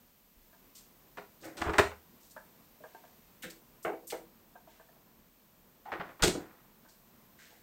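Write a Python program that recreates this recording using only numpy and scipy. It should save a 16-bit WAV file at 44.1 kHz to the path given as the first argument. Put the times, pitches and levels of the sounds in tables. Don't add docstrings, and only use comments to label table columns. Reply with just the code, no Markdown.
import sys
import numpy as np
from scipy import signal
from scipy.fft import rfft, irfft
from scipy.io import wavfile
from scipy.ndimage import uniform_filter1d

SR = 44100
rng = np.random.default_rng(int(sys.argv[2]) if len(sys.argv) > 2 else 0)


def materialize(psi):
    bounded = np.clip(np.atleast_2d(psi).T, -1, 1)
    quanta = np.round(bounded * 32767).astype(np.int16)
    wavfile.write(sys.argv[1], SR, quanta)


N = 336249


def from_db(db):
    return 10 ** (np.asarray(db) / 20)


def rms_one(x):
    return x / np.sqrt(np.mean(x ** 2) + 1e-20)


def in_time(rows):
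    times_s, *columns = np.transpose(rows)
    seconds = np.arange(N) / SR
    return [np.interp(seconds, times_s, column) for column in columns]


def at_hz(points, hz):
    pitches_hz, values = np.array(points).T[:2]
    return np.interp(np.log(hz + 1), np.log(pitches_hz), values)


def colour(x, spectrum):
    gains = from_db(at_hz(spectrum, np.fft.rfftfreq(len(x), 1 / SR)))
    return irfft(rfft(x) * gains, len(x))


def band(x, low_hz, high_hz):
    return signal.sosfilt(signal.butter(2, [low_hz, high_hz], "band", fs=SR, output="sos"), x)


def drift(rate_hz):
    pole = np.exp(-2 * np.pi * rate_hz / SR)
    wander = signal.lfilter([1], [1, -2 * pole, pole * pole], rng.standard_normal(N + SR))
    return rms_one(wander[SR:])


def ring(force, hz, t60_s):
    pole = from_db(-60 / (t60_s * SR))
    angle = 2 * np.pi * hz / SR
    return signal.lfilter([0, np.sin(angle)], [1, -2 * pole * np.cos(angle), pole * pole], force)


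def add(out, start_s, sound):
    at = round(start_s * SR)
    out[at:at + len(sound)] += sound[:N - at]


def dying(t60_s, rise_s, lumpy_db=2.5):
    t60_s = max(t60_s, .01)
    t = np.arange(round(SR * min(t60_s * 1.5, 1.5))) / SR
    lumps = np.repeat(rng.standard_normal(len(t) // 100 + 1), 100)[:len(t)]
    rise = 1 - np.exp(-t / max(rise_s, 2e-4))
    fall_db = -60 * (t / t60_s) ** 1.092
    return rng.standard_normal(len(t)) * rise * from_db(lumpy_db * lumps + fall_db)


MODE_SPREAD = .025


def struck(force, contact_hz, modes, narrow_db, clatter_db):
    force = np.pad(force, (0, SR // 5))
    force = band(force, 0.11 * contact_hz, 4.1 * contact_hz)
    body = 0
    for k, (hz, db, t60_s) in enumerate(modes):
        octaves_away = np.log2(hz / contact_hz)
        mode_db = db - narrow_db * octaves_away ** 2 + 1.6 * rng.normal()
        mode_hz = hz * (1 + MODE_SPREAD * rng.normal() * (t60_s < .08))
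        sign = (-1) ** k
        body = body + from_db(mode_db) * ring(force, mode_hz, t60_s) * sign
    clatter = band(force, 0.51 * contact_hz, 1.606 * contact_hz)
    return rms_one(body) + from_db(clatter_db) * rms_one(clatter)


FIRST_TOUCH_DB = 10.5


def blows(table, modes, narrow_db, clatter_db, rise_s):
    out = np.zeros(N)
    for start_s, level_db, t60_s, contact_hz in table:
        force = dying(t60_s, rise_s, 2.5)
        force[round(rise_s * SR)] += from_db(FIRST_TOUCH_DB)
        body = struck(force, contact_hz, modes, narrow_db, clatter_db)
        loudest_rms = np.sqrt(uniform_filter1d(body ** 2, size=400).max())
        add(out, start_s, from_db(level_db) * body / (2.3 * loudest_rms))
    return out


def rub(curve, modes, contact_hz, narrow_db, clatter_db, lumpy_db):
    start, stop = round(curve[0][0] * SR), round(curve[-1][0] * SR)
    level = from_db(in_time(curve)[0][start:stop])
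    slips = from_db(lumpy_db * drift(60)[:len(level)]) * rng.standard_normal(len(level))
    body = struck(level * rms_one(slips), contact_hz, modes, narrow_db, clatter_db)
    out = np.zeros(N)
    add(out, curve[0][0], body * np.sqrt(np.sum(level ** 2) / len(body)))
    return out


# pitch_hz [Hz], relative level_db [dB], t60_s [s]
DOOR_MODES = [(349, 18, 0.048), (408, 5, 0.12), (512, 12, 0.027), (612, -6.5, 0.069), (721, 8.5, 0.026),
              (834, 3, 0.023), (1490, -2, 0.016), (1530, -3, 0.013), (1870, -12.5, 0.03),
              (2630, -12.5, 0.016), (3570, -3.5, 0.016)]
# start_s [s], ring level_db [dB], chatter_t60_s [s], crack_db before colouring [dB]
DOOR_KNOCKS = [(1.171, -33.5, 0.14, -54), (1.568, -40, 0.4, -44), (1.615, -21.5, 0.062, -37),
               (1.694, -26, 0.05, -45.5), (1.733, -24.5, 0.13, -43.5), (1.782, -9.5, 0.073, -20),
               (1.912, -39, 0.1, -77), (5.853, -44, 0.5, -69), (5.917, -27.5, 0.17, -60),
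               (5.997, -29, 0.16, -72), (6.048, -45, 0.42, -68.5), (6.089, -42.5, 0.1, -63),
               (6.193, -36.5, 1, -66), (6.222, -18.5, 0.1, -18), (6.35, -44, 0.2, -65)]
KNOCK_HZ = 1100


def door_knocks():
    rows = [(start_s, db, t60_s, KNOCK_HZ) for start_s, db, t60_s, _ in DOOR_KNOCKS]
    return blows(rows, DOOR_MODES, 7.5, 0.44, 0.0025)


# start_s [s], ring level_db [dB], chatter_t60_s [s], contact_hz [Hz], crack_db before colouring [dB]
DOOR_REBOUNDS = [(6.233, -17.5, 0.14, 603, -18.5), (6.274, -18, 0.069, 330, -22.5),
                 (6.345, -26.5, 0.21, 367, -78), (6.418, -51, 0.27, 360, -105)]


def door_rebounds():
    return blows([row[:4] for row in DOOR_REBOUNDS], DOOR_MODES, 10.0, -6.0, 0.0018)


# time_s [s], level_db [dB]
GRIP_LEVEL = [(1.415, -63), (1.427, -50), (1.471, -45), (1.537, -60), (1.587, -46.5), (1.605, -50),
              (1.61, -40.5)]


def door_groan():
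    return rub(GRIP_LEVEL, DOOR_MODES, 510, 19.0, -9.5, 1.7)


# time_s [s], level_db [dB]
PEEL_LEVEL = [(1.645, -38.5), (1.697, -34.5), (1.73, -49)]


def seal_peel():
    return rub(PEEL_LEVEL, DOOR_MODES, 800.5, 3.8, 1.3, 1.3)


# pitch_hz [Hz], level_db [dB]
BRIGHT_COLOUR = [(1500, 6), (6000, -3.5), (8800, -3), (9800, -12), (12000, -11.5), (12300, -4.5),
                 (15500, -5.5)]


def cracks():
    out = np.zeros(N)
    for start_s, _, t60_s, *_, crack_db in DOOR_KNOCKS + DOOR_REBOUNDS:
        add(out, start_s, from_db(crack_db) * dying(1.29 * t60_s, 0.00062))
    return band(colour(out, BRIGHT_COLOUR), 2500, 10000)


# pitch_hz [Hz], relative level_db [dB], t60_s [s]
SHELF_MODES = [(333, 2.5, 0.23), (401, 3.5, 0.089), (497, 6.5, 0.054), (640, 5.5, 0.037), (770, 1, 0.021),
               (1028, 0.5, 0.025), (1550, 4, 0.015), (1620, -2.5, 0.062), (2070, 13, 0.014),
               (3000, 5, 0.011)]
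# start_s [s], ring level_db [dB], chatter_t60_s [s], contact_hz [Hz]
BOWL_TOUCHES = [(3.434, -39.5, 0.17, 340), (3.51, -52.5, 0.088, 340), (3.848, -23.5, 0.14, 763),
                (3.891, -25.5, 0.068, 620), (3.917, -32, .11, 513), (4.03, -48, .1, 394),
                (4.121, -27, .1, 700), (4.138, -32.5, .12, 726), (4.19, -48, .15, 270)]


def bowl_on_shelf():
    return blows(BOWL_TOUCHES, SHELF_MODES, 5.9, -2.5, 0.0023)


# pitch_hz [Hz], relative level_db [dB], t60_s [s]
RACK_MODES = [(490, -1.5, 0.031), (645, 5.5, 0.037), (757, 1, 0.014), (901, 2, 0.055), (1576, 7, 0.033),
              (1730, 11, 0.016)]
# start_s [s], ring level_db [dB]
BOTTLE_ROCKS = [(2.836, -39), (2.943, -41), (3.036, -47), (4.55, -42.5), (4.672, -46.5), (4.795, -48),
                (4.885, -53), (4.962, -56.5)]
ROCK_T60_S, ROCK_HZ = 0.079, 650
# start_s [s], ring level_db [dB], chatter_t60_s [s], contact_hz [Hz]
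RACK_SHIFTS = [(.528, -54.5, 0.096, 985), (2.362, -37.5, 0.11, 980), (2.80, -46.5, 0.22, 306),
               (6.845, -53, 0.29, 1000), (7.496, -54, 0.67, 535)]


def bottles_in_rack():
    rocks = [(start_s, db, ROCK_T60_S, ROCK_HZ) for start_s, db in BOTTLE_ROCKS]
    return blows(rocks + RACK_SHIFTS, RACK_MODES, 6.1, -5.0, 0.00242)


# pitch_hz [Hz], relative level_db [dB], t60_s at damping 1 [s]
LOW_MODES = [(30.97, -1.5, 0.4), (52.3, -3.5, 0.23), (79.5, 3.5, 0.26), (117, -6.5, 0.22),
             (175.8, 19.5, 0.069), (221, 8.5, 0.1)]
# start_s [s], peak_db [dB], push_hz [Hz], damping [1 = free ringing, more = shorter]
LOW_THUMPS = [(0.356, -56, 42, 0.56), (1.604, -43, 73, 0.9), (1.662, -31.5, 87, 1.4),
              (1.692, -31.5, 93, 1.4), (1.783, -29, 86, 1.1), (1.85, -45, 76.5, 0.62),
              (1.91, -51.5, 77.2, 1), (3.459, -46.5, 200.4, 0.6), (3.861, -47, 174, 0.56),
              (4.125, -54.5, 123, 1.1), (5.919, -53.5, 92, 0.59), (5.994, -42, 151, 0.77),
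              (6.216, -27, 44.2, 3.6), (6.232, -24, 200, 1.55), (6.274, -28, 210, 0.86),
              (6.346, -35, 119, 0.71)]


def thumps():
    out = np.zeros(N)
    push = np.pad(signal.windows.hann(SR // 250), (0, SR // 2))
    for start_s, peak_db, push_hz, damping in LOW_THUMPS:
        thump = 0
        for k, (hz, db, t60_s) in enumerate(LOW_MODES):
            mode_db = db - 18.0 * np.log2(hz / push_hz) ** 2
            thump = thump + from_db(mode_db) * ring(push, hz, t60_s / max(damping, .2)) * (-1) ** k
        add(out, start_s, from_db(peak_db) * thump / np.abs(thump).max())
    return out


# start_s [s], level_db [dB], t60_s [s], low_hz [Hz]
SUDDEN_CRINKLES = [(1.442, -44, 0.19, 3970), (1.57, -51.5, 0.14, 5000), (2.308, -47.5, 0.11, 5100),
                   (1.783, -32, 0.12, 11000), (3.423, -36, 0.15, 5950), (3.5, -40, 0.11, 3900),
                   (4.071, -35, 0.22, 6900), (4.101, -32.5, 0.096, 2780), (4.125, -44, 0.074, 3500)]
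CRINKLE_RISE_S, CRINKLE_TOP_HZ = 0.0018, 16000
# start_s [s], level_db [dB], t60_s [s], low_hz [Hz], high_hz [Hz]
SLEEVE_SWISHES = [(0.748, -41.5, 0.25, 4070, 16000), (1.403, -48.5, 0.34, 3500, 10000),
                  (2.198, -50.5, 0.64, 5000, 15900), (2.8, -60, 1.7, 1496, 9100),
                  (3.825, -39.5, 0.17, 6000, 16000), (4.67, -57.5, 0.67, 1470, 9000),
                  (6.883, -50, 0.23, 4050, 9660), (7.376, -50, 0.67, 2500, 9300)]
SWISH_RISE = 0.042
# start_s [s], level_db [dB], t60_s [s], centre_hz [Hz], width [octaves]
SCUFFS_AND_SQUEAK = [(1.429, -43, 0.47, 1760, 0.79), (3.422, -36, 0.21, 2960, 0.93),
                     (3.431, -32.5, 0.18, 1780, 0.56), (5.853, -29, 0.33, 797, 0.32),
                     (7.384, -50.5, 0.82, 1860, .62)]
SCUFF_RISE_S = 0.0038


def rustles():
    bursts = []
    for start_s, db, t60_s, low_hz in SUDDEN_CRINKLES:
        bursts.append((start_s, db, CRINKLE_RISE_S, t60_s, low_hz, CRINKLE_TOP_HZ))
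    for start_s, db, t60_s, low_hz, high_hz in SLEEVE_SWISHES:
        bursts.append((start_s, db, SWISH_RISE * t60_s, t60_s, low_hz, high_hz))
    for start_s, db, t60_s, centre_hz, octaves in SCUFFS_AND_SQUEAK:
        half = 2 ** (octaves / 2)
        bursts.append((start_s, db, SCUFF_RISE_S, t60_s, centre_hz / half, centre_hz * half))
    out = np.zeros(N)
    for start_s, db, rise_s, t60_s, low_hz, high_hz in bursts:
        burst = dying(t60_s, rise_s, 2.1)
        burst[0] = from_db(25.5) * np.exp(-rise_s / 0.0011)
        burst = band(band(burst, low_hz, high_hz), 0.58 * low_hz, 16000)
        add(out, start_s, from_db(db) * burst)
    return colour(out, BRIGHT_COLOUR)


# pitch_hz [Hz], t60_s [s]
KITCHEN_T60 = [(60, 0.25), (1500, 0.22), (5000, 0.24), (12000, 0.25)]
KITCHEN_DB = -10


def kitchen(x):
    t = np.arange(SR // 2) / SR
    tail = 0
    for hz in 44 * 2. ** np.arange(9):
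        octave = band(rng.standard_normal(len(t)), hz / 2 ** .5, hz * 2 ** .5)
        tail = tail + octave * from_db(-60 * t / at_hz(KITCHEN_T60, hz))
    tail = tail * (1 - np.exp(-t / 0.02))
    tones = rfft(tail)
    power = abs(tones) ** 2
    evening = np.sqrt(uniform_filter1d(power, size=300) / uniform_filter1d(power, size=20))
    tail = irfft(tones * evening, len(t)) * (t < .4)
    return from_db(KITCHEN_DB) * signal.fftconvolve(x, tail / np.sqrt(np.sum(tail ** 2)))[:N]


# time_s [s], hum_db before its wavering [dB], hiss_db [dB]
BACKGROUND_LEVELS = [(0, -68.5, -63.5), (.33, -69, -64), (.5, -66, -62), (3, -65, -61.5), (5.3, -66, -64.5),
                     (7.62, -65, -62.5)]
# [dB per Hz, relative]
HUM_COLOUR = [(41, -19), (70, -3), (97, -10.5), (142, -6), (228, -1.5), (271, -7.5), (866, -15),
              (1050, -13), (1220, -17.5), (3000, -29.5), (3900, -44)]
# [dB per Hz, relative]
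HISS_COLOUR = [(1000, -12.5), (2500, -9.5), (5000, -12), (9000, -13.5), (12000, -17.5), (12300, -4),
               (15500, -5.5)]
RUMBLE_DB = -76.5


def background():
    hum_db, hiss_db = in_time(BACKGROUND_LEVELS)
    hum = rms_one(band(colour(rng.standard_normal(N), HUM_COLOUR), 72, 3100))
    hum *= from_db(1.3 * drift(4))
    rumble = rms_one(band(band(rng.standard_normal(N), 28, 42), 23, 51.1))
    hiss = rms_one(colour(rng.standard_normal(N), HISS_COLOUR))
    return from_db(hum_db) * hum + from_db(RUMBLE_DB) * rumble + from_db(hiss_db) * hiss


# [dB per Hz, relative]
SIDE_HISS_COLOUR = [(300, -22.5), (12000, -20), (12300, -0.5), (15500, -6)]
SIDE_HISS_DB = -77


def side_hiss():
    return from_db(SIDE_HISS_DB) * rms_one(colour(rng.standard_normal(N), SIDE_HISS_COLOUR))


def scene():
    door = door_knocks() + door_rebounds() + door_groan() + seal_peel() + cracks()
    near = door + bowl_on_shelf() + bottles_in_rack() + thumps() + rustles()
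    middle = near + kitchen(near) + background()
    side = side_hiss()
    return np.array([middle + side, middle - side])


def record(dry):
    return signal.sosfilt(signal.ellip(12, .5, 60, 15800, fs=SR, output="sos"), dry)


dry = scene()
out = record(dry)
materialize(out)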